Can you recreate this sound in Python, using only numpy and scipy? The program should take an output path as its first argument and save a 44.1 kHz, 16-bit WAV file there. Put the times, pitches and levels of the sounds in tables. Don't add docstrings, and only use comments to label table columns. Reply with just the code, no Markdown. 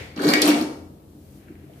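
import sys
import numpy as np
from scipy import signal
from scipy.fft import rfft, irfft
from scipy.io import wavfile
from scipy.ndimage import uniform_filter1d

SR = 44100
rng = np.random.default_rng(int(sys.argv[2]) if len(sys.argv) > 2 else 0)


def generate_wav(sig):
    pcm = np.round(np.clip(np.atleast_2d(sig).T, -1, 1) * 32767).astype(np.int16)
    wavfile.write(sys.argv[1], SR, pcm)


def volts(x):
    e = np.asarray(x, float) / 20
    return 10 ** e


N = 79380
TIME_S = np.arange(N) / SR
LEFT_RIGHT = np.array([[1], [-1]])
LATCHED_S, LATCHED_TUBE_DB = 0.42, -14
CLOSE_FROM_S = 1.5


def unit(x):
    return x / np.sqrt(np.mean(x ** 2))


def peak(x):
    return x / abs(x).max()


def energy(x):
    return x / np.sqrt(np.sum(x ** 2))


def over_hz(table, size):
    hz, value = np.array(table).T
    return np.interp(np.log(np.fft.rfftfreq(size, 1 / SR) + 1), np.log(hz), value)


def colour(x, table):
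    size = x.shape[-1]
    return irfft(rfft(x) * volts(over_hz(table, size)), size)


def over_time(table):
    s, db = np.array(table).T
    return volts(np.interp(TIME_S, s, db))


def band(x, hz, wide):
    wide = max(wide, 1.001)
    edges_hz = [hz / wide, min(hz * wide, 0.45 * SR)]
    return signal.sosfilt(signal.butter(2, edges_hz, "band", fs=SR, output="sos"), x)


def ring(modes, gains):
    t = np.arange(SR // 2) / SR
    return sum(gain * volts(db - 60 * t / t60) * np.sin(2 * np.pi * hz * t)
               for (hz, db, t60), gain in zip(modes, gains))


def add(out, s, x):
    i = int(s * SR)
    out[i:i + len(x)] += x[:N - i]


# f/Hz, level/dB
PORT_DIFFERENCE = [(100, -20.5), (300, -15.5), (600, -2.5), (1200, 0.5), (3000, 0), (12000, 1)]


def pair(size):
    mid, side = rng.standard_normal((2, size))
    return mid + colour(side, PORT_DIFFERENCE) * LEFT_RIGHT


def grains(per_s, spread_db):
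    on = rng.random(N) < per_s / SR
    size = np.minimum(rng.exponential(size=N), 3.0)
    return unit(on * volts(spread_db * size) * rng.standard_normal(N))


# t/s, peak/dB, centre f/Hz, burst/ms, tube ring/dB
LATCH_CLICKS = [(0.1617, -36, 4990, 2.6, -3.5), (0.190, -29, 1140, 2.22, -22),
                (0.2183, -29.5, 4470, 1.95, -30.5), (0.2205, -31, 8900, 3.5, -24.5),
                (0.2435, -25.5, 4450, 17, -6), (0.2808, -19.5, 4455, 3.64, -2.5),
                (0.3355, -9, 1900, 1.69, 0), (0.3366, -11, 4400, 1.47, -36.5),
                (0.3377, -17, 7300, 1.3, -37), (0.336, -20, 12700, 2.4, -30),
                (0.4183, -8.5, 8600, 1.58, -29.5), (0.4177, -8, 4815, 2.68, -26.5),
                (0.4197, -11.5, 3525, 6.6, -33.5), (0.454, -18, 3000, 1.86, -26.5),
                (0.4769, -15, 11680, 2.1, -33), (0.4813, -12.5, 2950, 1.12, -33.5),
                (0.515, -15, 2000, 1.376, -24.5), (.497, -23, 4300, 6.3, -31),
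                (0.509, -28.5, 4110, 3.47, -37), (0.543, -26, 3000, 3.4, -37),
                (.612, -30.5, 11530, 4.6, -9.5), (.624, -30, 5950, 1.52, 2.5),
                (1.4806, -51, 2000, 1.18, -44), (1.4839, -44.5, 1807, 0.96, -42),
                (1.554, -46.5, 1990, 0.75, -37), (1.735, -51, 2400, 1.86, -12)]
# t/s, peak/dB, centre f/Hz
FITTING_TICKS = [(.175, -32, 2987), (0.193, -27, 1555), (.209, -34.5, 1693), (0.227, -33, 4576),
                 (.276, -24, 7000), (0.287, -13.5, 4664), (0.295, -23, 4520), (.301, -23.5, 4604),
                 (.306, -24, 4630), (.318, -21.5, 2212), (.343, -24, 2310), (0.348, -22, 2222),
                 (0.352, -20, 2298), (.354, -21.5, 4605), (0.362, -26.5, 4720), (0.369, -30, 1900),
                 (.383, -28, 4481), (0.388, -34, 4500), (.423, -15.5, 5094), (0.427, -30.5, 8220),
                 (0.429, -24.5, 4250), (.437, -24, 1950), (.456, -17.5, 8460), (0.461, -27, 4000),
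                 (.472, -24, 2471), (.485, -20.5, 5950), (.490, -24.5, 3750), (0.501, -23, 2502),
                 (0.504, -21, 4223), (.523, -36, 2516), (.589, -34.5, 2480), (.611, -25.5, 4767),
                 (1.501, -60, 2270), (1.514, -59, 2400)]
# f/Hz, level/dB, t60/s
TUBE_MODES = [(1368.3, -17.5, 0.22), (1565, -18.5, 0.046), (1675.3, -12, 0.08), (1906.5, -8, 0.28),
              (2281, -3, 0.1032), (2454, -13.5, .1), (2840, -12.5, 0.074), (4400, -6.5, 0.023),
              (4775, -4, 0.042)]


def clicks():
    out, t = np.zeros(N), np.arange(SR // 20) / SR
    tick_ms, tick_ring_db = 3.06, -33
    latch_wide, tick_wide = 1.4005, 1.1276
    contact_rise_s, tube_rise_ms = 0.000046, 0.4
    rows = [(*click, latch_wide) for click in LATCH_CLICKS]
    rows += [(*tick, tick_ms, tick_ring_db, tick_wide) for tick in FITTING_TICKS]
    for s, db, hz, ms, ring_db, wide in rows:
        burst = rng.standard_normal(len(t)) * (1 - np.exp(-t / contact_rise_s)) * np.exp(-t * 1e3 / ms)
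        crack = band(band(burst, hz, wide), hz, wide) + 0.058 * band(burst, 2.4 * hz, 1.6)
        mode_gains = volts(rng.standard_normal(len(TUBE_MODES))) * rng.choice([-1, 1], len(TUBE_MODES))
        tube = ring(TUBE_MODES, mode_gains)
        tube = tube * (1 - np.exp(-np.arange(len(tube)) / SR * 1e3 / tube_rise_ms))
        add(out, s, peak(crack) * volts(db))
        add(out, s, peak(tube) * volts(db + ring_db + LATCHED_TUBE_DB * (s > LATCHED_S)))
    return out


# t/s, peak/dB, pitch f/Hz, length/ms
DECK_SHUDDERS = [(0.163, -27, 300, 10.15), (0.178, -21, 235, 10.93), (.198, -21, 410, 8.17),
                 (.207, -16, 300, 8.56), (.218, -20.5, 295, 5.6), (0.239, -16, 320, 13.4),
                 (0.250, -13, 314.1, 21), (.251, -13, 430, 14.2), (.255, -19.5, 153, 38.2),
                 (.276, -12, 300, 5.66), (.288, -17.5, 242.2, 21.8), (.305, -17, 290, 17.4),
                 (0.320, -16.5, 250, 10.8), (0.336, -23.5, 290, 8.5), (0.349, -14.5, 300, 11),
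                 (0.369, -14, 318.3, 11), (0.405, -21, 290, 10), (0.428, -13, 393, 5.8),
                 (.437, -14.5, 300, 12), (.451, -13.5, 310, 9.53), (.482, -8.5, 313.6, 25.9),
                 (.482, -19.5, 660, 10.63), (.514, -15.5, 240, 18.1), (0.529, -14, 300, 12.5),
                 (.549, -18.5, 290, 10.4), (.557, -15, 320, 5.5), (.574, -21, 229, 9),
                 (0.586, -23, 300, 4.8), (.606, -14.5, 305.9, 12.2), (.621, -13.5, 287.3, 13.12),
                 (.640, -22.5, 280, 6.83), (.711, -30.5, 300, 4.6), (0.782, -28.5, 278, 8.7),
                 (0.877, -43, 310, 6.1), (0.903, -35, 200, 14.8), (1.148, -43.5, 300, 12.3),
                 (1.351, -43.5, 288, 12.7), (1.496, -36, 240, 6), (1.5025, -30.5, 320, 10.4),
                 (1.635, -41, 344, 14), (1.696, -43.5, 617, 6.67)]
# f/Hz, level/dB, t60/s
DECK_MODES = [(162, -27, 0.05), (200, -5.5, 0.089), (228.63, -1.5, 0.12), (306.2, -1.5, .1),
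              (333.74, -11, 0.1), (403.34, -4, 0.13), (438.9, -3, 0.065), (484.2, -4, 0.11),
              (579.6, -20, 0.075), (673.3, -13, 0.0195), (820, -26, .04), (954, -16, 0.038)]


def thumps():
    out, t = np.zeros(N), np.arange(SR // 10) / SR
    close_ring_db = -5
    for s, db, hz, ms in DECK_SHUDDERS:
        swell = abs(np.sin(np.pi * np.clip(t * 1e3 / ms, 0, 1))) ** 0.57
        push = swell * np.sin(2 * np.pi * hz * t)
        deck = ring(DECK_MODES, volts(3.2 * rng.standard_normal(len(DECK_MODES))))
        knock = peak(signal.fftconvolve(push, deck)) * volts(close_ring_db * (s > CLOSE_FROM_S))
        knock[:len(push)] += 1.2 * push
        add(out, s, peak(knock) * volts(db))
    return out


# t/s, level/dB
HINGE_FORCE = [(.15, -55.5), (.175, -38.5), (.235, -30), (.255, -29), (.29, -20.5), (.33, -26.5), (.4, -33),
               (.49, -21.5), (.53, -34.5), (.6, -32), (.66, -68)]
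# f/Hz, density/dB per Hz
SCRAPE_COLOUR = [(290, -68.5), (500, 9.5), (678, 1.5), (2290, -14.5), (2690, -12.5), (4530, -13.5),
                 (5390, -16.5), (14900, -24.5), (16000, -33)]
# f/Hz, level/dB
LIGHT_SLIDE_COLOUR = [(4500, 1), (7500, -18.5)]


def slide():
    deck_db, tube_db, bite_db = -1, -10, -29.5
    slips, force = grains(per_s=4000, spread_db=3), over_time(HINGE_FORCE)
    held = volts(LATCHED_TUBE_DB * (np.arange(N) > LATCHED_S * SR))
    deck = energy(ring(DECK_MODES, np.ones(len(DECK_MODES))))
    tube = energy(ring(TUBE_MODES, np.ones(len(TUBE_MODES))))
    through_deck = signal.fftconvolve(slips * force, deck)[:N]
    through_tube = signal.fftconvolve(slips * force * held, tube)[:N]
    bright = unit(colour(slips, SCRAPE_COLOUR))
    dull = colour(bright, LIGHT_SLIDE_COLOUR)
    direct = (dull + (bright - dull) * np.clip(force / volts(bite_db), 0, 1)) * force
    return direct + volts(deck_db) * through_deck + volts(tube_db) * through_tube


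# f/Hz, t60/s
GARAGE_DECAY = [(150, 0.21), (280, 0.4066), (500, 0.7958), (1000, 0.6579), (2000, 0.5), (4000, .5),
                (8000, 0.5924), (15000, 0.221)]
# f/Hz, level/dB
GARAGE_FEED_COLOUR = [(200, 2.5), (1000, 0.5), (2200, 0), (4500, -3), (8000, -4), (14000, -5)]


def garage(x):
    low_db, first_wall_ms = -5.5, 2.7
    t = np.arange(SR) / SR
    hz, t60 = np.array(GARAGE_DECAY).T
    tail = np.zeros((2, SR))
    for f in 122.68 * 2.0 ** np.arange(8):
        band_t60 = np.interp(np.log(f), np.log(hz), t60)
        tail += band(pair(SR), f, np.sqrt(2)) * volts(-60 * t / band_t60 + low_db * (f < 600))
    tail *= np.clip(t * 1e3 / first_wall_ms - 1, 0, 1)
    feed = colour(x, GARAGE_FEED_COLOUR)
    return signal.fftconvolve(feed[None], energy(tail) * np.sqrt(2), axes=1)[:, :N]


# f/Hz, density/dB per Hz
FLOOR_COLOUR = [(25, -34), (75, -2), (320, -7), (750, -22), (1400, -40.5), (3500, -41.5), (7500, -41.5),
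                (12500, -39)]
# f/Hz, width/Hz, level/dB
HUM_BANDS = [(58.845, 7.1, -62), (85.1, 6.1, -54.5), (140.7, 7.5, -55.5), (200.9, 2.9, -60.5),
             (300, 49, -55)]
# f/Hz, density/dB per Hz
EARLIER_COLOUR = [(29, -42.5), (50, -8), (104, 0.5), (237, -10), (427, -5), (1180, -23), (2170, -10.5),
                  (2560, -16), (14000, -42)]
# t/s, level/dB
RUSTLE_LEVEL = [
    (1.12, -87.5),
    (1.25, -74),
    (1.38, -68.5),
    (1.43, -61.5),
    (1.55, -66.5),
    (1.65, -65),
    (1.8, -62.5),
]
# t/s, level/dB
FAR_HISS_LEVEL = [
    (.9, -83.5),
    (1.1, -67.5),
    (1.38, -59),
    (1.47, -71),
    (1.62, -74),
    (1.8, -60.5),
]


def floor():
    earlier_db, earlier_t60_s = -35, 0.567
    flicker = unit(uniform_filter1d(uniform_filter1d(rng.standard_normal(N), 1500), 1500))
    hiss = unit(colour(pair(N), FLOOR_COLOUR)) * volts(-49.5)
    hum = sum(unit(band(pair(N), hz, 1 + width_hz / hz / 2)) * volts(db + 0.53 * flicker)
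              for hz, width_hz, db in HUM_BANDS)
    earlier = unit(colour(pair(N), EARLIER_COLOUR)) * volts(earlier_db - 60 * TIME_S / earlier_t60_s)
    cloth = pair(N) + 0.5 * grains(per_s=900, spread_db=1.76)
    rustle = unit(band(cloth, hz=1900, wide=1.477)) * over_time(RUSTLE_LEVEL)
    far_hiss = unit(band(pair(N), hz=7000, wide=2.9)) * over_time(FAR_HISS_LEVEL)
    return hiss + hum + earlier + rustle + far_hiss


def scene():
    deck_low_hz, shadow_ms, shadow_db, close_room_db = 193.3, 4.9, 0.5, 0.5
    low_cut = signal.butter(3, deck_low_hz, "high", fs=SR, output="sos")
    handle = signal.sosfilt(low_cut, clicks() + thumps() + slide())
    shade = energy(rng.standard_normal(900) * np.exp(-np.arange(900) / SR * 1e3 / shadow_ms))
    side = colour(np.convolve(handle, shade)[:N], PORT_DIFFERENCE) * volts(shadow_db)
    direct = handle + side * LEFT_RIGHT
    to_room = handle * volts(close_room_db * (np.arange(N) > CLOSE_FROM_S * SR))
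    return direct * volts(-1.0) + garage(to_room) + floor()


def roll_off(x):
    return signal.sosfilt(signal.butter(12, 16830, fs=SR, output="sos"), x)


# f/Hz, level/dB
PORT_TILT = [(100, 2.5), (300, 1.1), (1000, 4.5), (2500, 1.5), (4500, -0.5), (8000, 1), (13000, 7.5)]


def record(dry):
    tilt = volts(over_hz(PORT_TILT, N) / 2 * LEFT_RIGHT)
    top_cut = signal.ellip(6, 0.3, 45, 14790, fs=SR, output="sos")
    mix = signal.sosfilt(top_cut, irfft(rfft(dry) * tilt, N))
    return roll_off(mix)


dry = scene()
out = record(dry)
generate_wav(out)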